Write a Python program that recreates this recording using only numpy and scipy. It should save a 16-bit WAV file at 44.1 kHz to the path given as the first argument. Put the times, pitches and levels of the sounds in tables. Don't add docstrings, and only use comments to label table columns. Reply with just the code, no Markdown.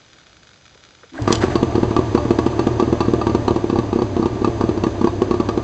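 import sys
import numpy as np
from scipy import signal
from scipy.fft import rfft, irfft, next_fast_len
from scipy.io import wavfile

SR = 44100
rng = np.random.default_rng(int(sys.argv[2]) if len(sys.argv) > 2 else 0)


def digitize_waveform(pressure):
    field = np.atleast_2d(pressure).T
    bounded = np.clip(field, -1, 1)
    quanta = np.round(bounded * 32767).astype(np.int16)
    wavfile.write(sys.argv[1], SR, quanta)


N = 248283
TIME = np.arange(N) / SR
RING = TIME[:SR // 4]
COAST_HZ = 37

# pitch_hz, t60_s, level_db
CASING_MODES = [(579.6, 0.21, -28.5), (692.5, 0.12, -21.5), (824, 0.053, -12), (959.5, 0.064, -13),
                (1127.5, 0.077, -12.5), (1191.4, 0.16, -20.5), (1635, 0.073, -29.5), (2210, 0.019, -32),
                (2620, 0.075, -31), (3853, 0.052, -32.5), (4540, 0.049, -27)]


def firings():
    # frequency_hz, level_db
    crack_spectrum = [(500, -19.5), (1000, 6), (1500, 6.5), (2100, -1), (2800, 1.5), (3600, 1.5),
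                      (4700, -6.5), (6000, -4), (8000, -14.5)]
    out = np.zeros(N)
    knock_rise, gas_rise = np.clip(RING / 0.0019, 0, 1), np.clip(RING / 0.0025, 0, 1)
    for s, bark_db, knock_db, crack_db in fired_strokes():
        add(out, s, undb(bark_db) * bark(detune=0.025))
        knock = strike(CASING_MODES, scatter_db=3, detune=0.023)
        add(out, s + 0.00041, undb(knock_db) * knock_rise * knock)
        gas = hiss(crack_spectrum, size=len(RING)) * (fade(0.039) + undb(-24) * fade(0.3))
        add(out, s + 0.0003, undb(crack_db) * gas_rise * gas)
    return out


def bark(detune):
    # pitch_hz, t60_s, signed_gain
    modes = [(95, 0.066, -0.015), (233.1, 0.048, 0.3), (321.2, 0.043, 0.24), (355, 0.052, -0.47),
             (467.8, 0.094, 0.1), (580, 0.24, -0.018), (697, 0.061, -0.033)]
    warmth = 1 + detune * rng.standard_normal()
    shares = undb(1.5 * rng.standard_normal(len(modes)))
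    return sum(share * gain * fade(t60) * np.sin(2 * np.pi * hz * warmth * RING)
               for (hz, t60, gain), share in zip(modes, shares))


def fired_strokes():
    # start_s, firing_count, bark_db, knock_db
    bursts = [(1.275, 2, 0, -1.5), (1.3249, 1, -5.5, -7), (1.4364, 1, 3, -13.5), (1.4809, 1, -12, -15),
              (1.5538, 1, 1.5, -4), (1.6272, 1, 5, -10.5), (1.7523, 2, 0, -8), (1.8297, 1, 1.5, -10.5),
              (1.9073, 1, -3, -14), (1.963, 2, 1, -5), (2.147, 1, 5.5, -8), (2.1748, 1, -8.5, -5.5),
              (2.2527, 1, -3, -22), (2.3054, 1, 5.5, -10.5), (2.386, 1, 1, -4), (2.4617, 1, 2, -6.5),
              (2.5909, 1, -0.5, -3.5), (2.668, 1, 2.5, -9), (2.7967, 2, 0, -4), (2.8751, 1, -5, -20.5),
              (2.9247, 1, 3.5, -12), (3.004, 1, -1.5, -1), (3.0812, 1, 2, -19.5), (3.134, 1, 2, -10.5),
              (3.2127, 1, -7.5, -5.5), (3.2668, 2, -1.5, -5), (3.3467, 1, 4, -9.5), (3.4785, 2, 0.5, -3.5),
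              (3.559, 1, 2.5, -11), (3.64, 1, -3.5, -17.5), (3.6969, 4, -0.5, -10.5), (3.9269, 4, -1, -11),
              (4.1639, 4, -1.5, -10.5), (4.4163, 1, -3, -18), (4.444, 2, -1.5, -5), (4.6078, 2, -1, -6.5),
              (4.689, 1, 2.5, -15), (4.7737, 1, -4, -17), (4.8355, 2, 1, -5.5), (5.0113, 1, -1, -11),
              (5.0418, 1, 3, -11.5), (5.0706, 1, -6, -4), (5.2172, 1, 2, -9.5), (5.3086, 2, -1.5, -5.5),
              (5.399, 1, 2, -10), (5.487, 1, -1, -4), (5.5739, 1, 2, -14)]
    # bark_db, knock_db, crack_db
    pattern = [(1, 0, 1), (2, -7, -2.5), (0, 1, -9.5), (3.5, 1, 0)]
    rows = []
    for start, count, burst_bark, burst_knock in bursts:
        for k, (more_bark, more_knock, more_crack) in enumerate(pattern[:round(count)]):
            bark_db, knock_db = burst_bark + more_bark, burst_knock + more_knock
            crack_db = -22 + 0.9 * bark_db + 0.82 * knock_db + more_crack
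            rows.append((start + k / idle_hz(start), bark_db, knock_db, crack_db))
    return np.array(rows)


def idle_hz(s):
    # time_s, stroke_rate_hz
    speeds = [(1.28, 35.5), (1.75, 38.8), (2.8, 37.3), (3.48, 36.5), (3.7, 33.6), (4.17, 32.7),
              (4.45, 34.5), (5.63, 31.6)]
    return np.interp(s, *np.transpose(speeds))


def crank(slowing):
    fired = np.sort(fired_strokes()[:, 0])
    marks = np.r_[fired[0] - 4 / COAST_HZ, fired, fired[-1] + 3 / COAST_HZ]
    gap_strokes = np.maximum(np.round(np.diff(marks) * COAST_HZ), 1)
    place = np.interp(TIME, marks, np.arange(len(marks)))
    gap = np.minimum(place.astype(int), len(gap_strokes) - 1)
    count, progress = gap_strokes[gap], place - gap
    completed = np.r_[0, np.cumsum(gap_strokes)][gap]
    return completed + count * progress * (1 + slowing * count * (1 - progress))


def running(start_s, rise_s, db_per_hz):
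    return np.clip((TIME - start_s) / rise_s, 0, 1) * undb(db_per_hz * (idle_hz(TIME) - COAST_HZ))


def puffs(strokes):
    # multiple, level_db
    harmonics = [(1, -4.5), (2, 0), (3, -0.5)]
    half_burn_db, half_burn_share = 10.5, 0.08
    out = np.zeros(N)
    for s in TIME[1:][np.diff(np.floor(strokes)) > 0]:
        db = -19 + 1.3 * rng.standard_normal() + half_burn_db * (rng.random() < half_burn_share)
        add(out, s, undb(db) * bark(detune=0.02))
    pumping = -sum(undb(db) * np.sin(round(multiple) * 2 * np.pi * strokes) for multiple, db in harmonics)
    drone = undb(-26.5) * band(pumping, hz=101.7, width_hz=39)
    waver = 1 + 0.33 * band(rng.standard_normal(N), hz=15, width_hz=25)
    burble = hiss([(15, -22), (35, -9.5), (55, -9), (88, 4.5), (120, 3.5), (160, -18), (300, -42)])
    return (out + drone * waver + undb(-32) * burble) * running(start_s=1.19, rise_s=0.03, db_per_hz=0.53)


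def machinery(strokes):
    # frequency_hz, level_db
    rush_spectrum = [(94, -47.5), (160, -7.5), (177, -8), (340, 5), (537, -11), (687, -9.5), (770, -13.5),
                     (907, -10), (1410, -24.5), (1610, -20), (2060, -27), (4900, -33), (5490, -38),
                     (6260, -30.5), (8000, -49), (10400, -79), (17600, -120)]
    pulse = 1 + 0.24 * np.exp(-(strokes % 1) / 0.04)
    rush = unit(hiss(rush_spectrum) * pulse)
    ticks = np.zeros(N)
    for s in rng.uniform(0, N / SR, size=220):
        add(ticks, s, undb(2 * rng.standard_normal()) * strike(CASING_MODES, scatter_db=6.5, detune=0.038))
    spin_up = running(start_s=1.17, rise_s=0.13, db_per_hz=0.5)
    return (undb(-24.5) * rush + undb(-30) * ticks + casing_hum()) * spin_up


def casing_hum():
    # pitch_hz, width_hz, level_db
    modes = [(584.4, 15, -40.5), (679.5, 28, -39.5), (1176, 26, -46.5)]
    return sum(undb(db) * band(band(rng.standard_normal(N), hz, width), hz, width)
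               for hz, width, db in modes)


def starter():
    # start_s, length_s, level_db
    rope_runs = [(1.135, 0.21, -38), (1.27, 0.055, -26.5), (1.405, 0.02, -22), (1.495, 0.026, -31)]
    # frequency_hz, level_db
    rope_spectrum = [(300, -4.5), (700, 0.5), (1700, -6.5), (2600, -15.5), (4500, -19), (7500, -26.5),
                     (10000, -18.5)]
    # start_s, length_s, level_db
    groans = [(1.118, 0.054, -32), (1.183, 0.075, -33.5)]
    # pitch_hz, t60_s, level_db
    pawl_modes = [(2580, 0.07, -20), (3054, .1, -9), (3400, 0.025, -2), (4150, .025, -3), (4900, 0.025, -1),
                  (5593, 0.11, -10), (6100, 0.02, -4), (6944, 0.02, -3)]
    # start_s, level_db
    clacks = [(1.221, -32), (1.3199, -22.5), (1.3259, -9.5), (1.329, -20), (1.3338, -24), (1.3498, -22),
              (1.3551, -17.5)]
    # start_s, level_db, centre_hz
    knocks = [(.752, -37, 503), (1.032, -31.5, 466), (1.033, -38, 1410), (1.153, -32, 1030),
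              (1.178, -29.5, 1600), (1.188, -21, 640), (1.192, -45, 990), (1.423, -17, 1650),
              (1.433, -14, 1370)]
    out = hiss(rope_spectrum) * swells(rope_runs, attack_s=0.012, t60_s=0.29)
    groan = band(band(rng.standard_normal(N), 300, 45), 300, 45)
    out += groan * swells(groans, attack_s=0.016, t60_s=0.079)
    for s, db in clacks:
        snap = hiss([(1000, -13), (2400, -7.5), (3200, -2), (7000, -4), (10000, -20)], size=len(RING))
        steel = strike(pawl_modes, scatter_db=1.5, detune=0.0011)
        add(out, s, undb(db) * (undb(-5.5) * steel + undb(3.5) * snap * fade(0.0057)))
    for s, db, hz in knocks:
        body = band(rng.standard_normal(len(RING)), hz, 0.12 * hz)
        add(out, s, undb(db) * band(body, hz, 1.1 * hz) * fade(0.042))
    return out


def trees(x):
    scatter = hiss([(100, -10.5), (400, -7.5), (1500, -8), (8000, -7)], size=len(RING))
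    echo = scatter * fade(0.36) * (RING > 0.012)
    return undb(-15) * signal.fftconvolve(x, echo / np.linalg.norm(echo))[:N]


def water():
    # frequency_hz, level_db
    splash_spectrum = [(600, -6), (1200, 6), (2000, 3), (3800, 5.5), (7000, 2), (9000, -33)]
    drops_per_s, spread_db = 900, 4.2
    drops = (rng.random(N) < drops_per_s / SR) * rng.standard_normal(N)
    drops *= undb(spread_db * np.minimum(rng.exponential(size=N), 4))
    splat = rng.standard_normal(len(RING)) * fade(0.013)
    return undb(-54) * colour(signal.fftconvolve(drops, splat)[:N], splash_spectrum)


def yard():
    # frequency_hz, level_db
    spectrum = [(15, -51.5), (25, -20.5), (58, -6), (76, -4.5), (117, -4), (266, -12.5), (315, -8),
                (382, -12), (475, -12.5), (523, -11), (1510, -20), (5990, -19.5), (8000, -32), (10400, -57),
                (17600, -120)]
    return undb(-52.5) * hiss(spectrum)


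def strike(modes, scatter_db, detune):
    chance = rng.standard_normal((len(modes), 3))
    return sum(undb(db + scatter_db * gain) * fade(t60)
               * np.sin(2 * np.pi * (hz * (1 + detune * shift) * RING + phase))
               for (hz, t60, db), (gain, shift, phase) in zip(modes, chance))


def swells(rows, attack_s, t60_s):
    return sum(undb(db - 60 * np.maximum(TIME - s - length, 0) / t60_s)
               * np.clip((TIME - s) / attack_s, 0, 1) for s, length, db in rows)


def fade(t60_s):
    return np.exp(-np.log(1000) * RING / t60_s)


def band(x, hz, width_hz):
    return unit(signal.lfilter(*signal.iirpeak(hz, hz / width_hz, SR), x))


def hiss(points, size=N):
    return colour(rng.standard_normal(size), points)


def colour(x, points):
    hz, db = np.transpose(points)
    size = next_fast_len(len(x))
    bin_hz = np.maximum(np.fft.rfftfreq(size, 1 / SR), 1)
    gain = undb(np.interp(np.log(bin_hz), np.log(hz), db))
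    return unit(irfft(rfft(x, size) * gain, size)[:len(x)])


def add(track, s, sound):
    i = int(np.clip(s * SR, 0, N))
    track[i:i + len(sound)] += sound[:N - i]


def undb(db):
    return 10 ** (np.asarray(db) / 20)


def unit(x):
    return x / np.sqrt(np.mean(x ** 2))


def scene():
    strokes = crank(slowing=0.029)
    near = firings() + puffs(strokes) + machinery(strokes) + starter()
    mid = near + trees(near) + water() + yard()
    spread = rng.standard_normal(len(RING)) * fade(0.06)
    side = signal.fftconvolve(mid, spread / np.linalg.norm(spread))[:N] + undb(-4) * water()
    side = undb(-13) * signal.sosfilt(signal.butter(1, 2600, "high", fs=SR, output="sos"), side)
    side = signal.sosfilt(signal.butter(1, 700, "high", fs=SR, output="sos"), side)
    return np.array([mid + side, mid - side])


def record(dry):
    notch_hz, top_hz = 5480, 7900
    notched = signal.lfilter(*signal.iirnotch(notch_hz, 22, SR), dry)
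    low_pass = signal.ellip(8, 0.2, 70, top_hz, fs=SR, output="sos")
    return signal.sosfilt(low_pass, np.clip(notched, -1, 1))


dry = scene()
out = record(dry)
digitize_waveform(out)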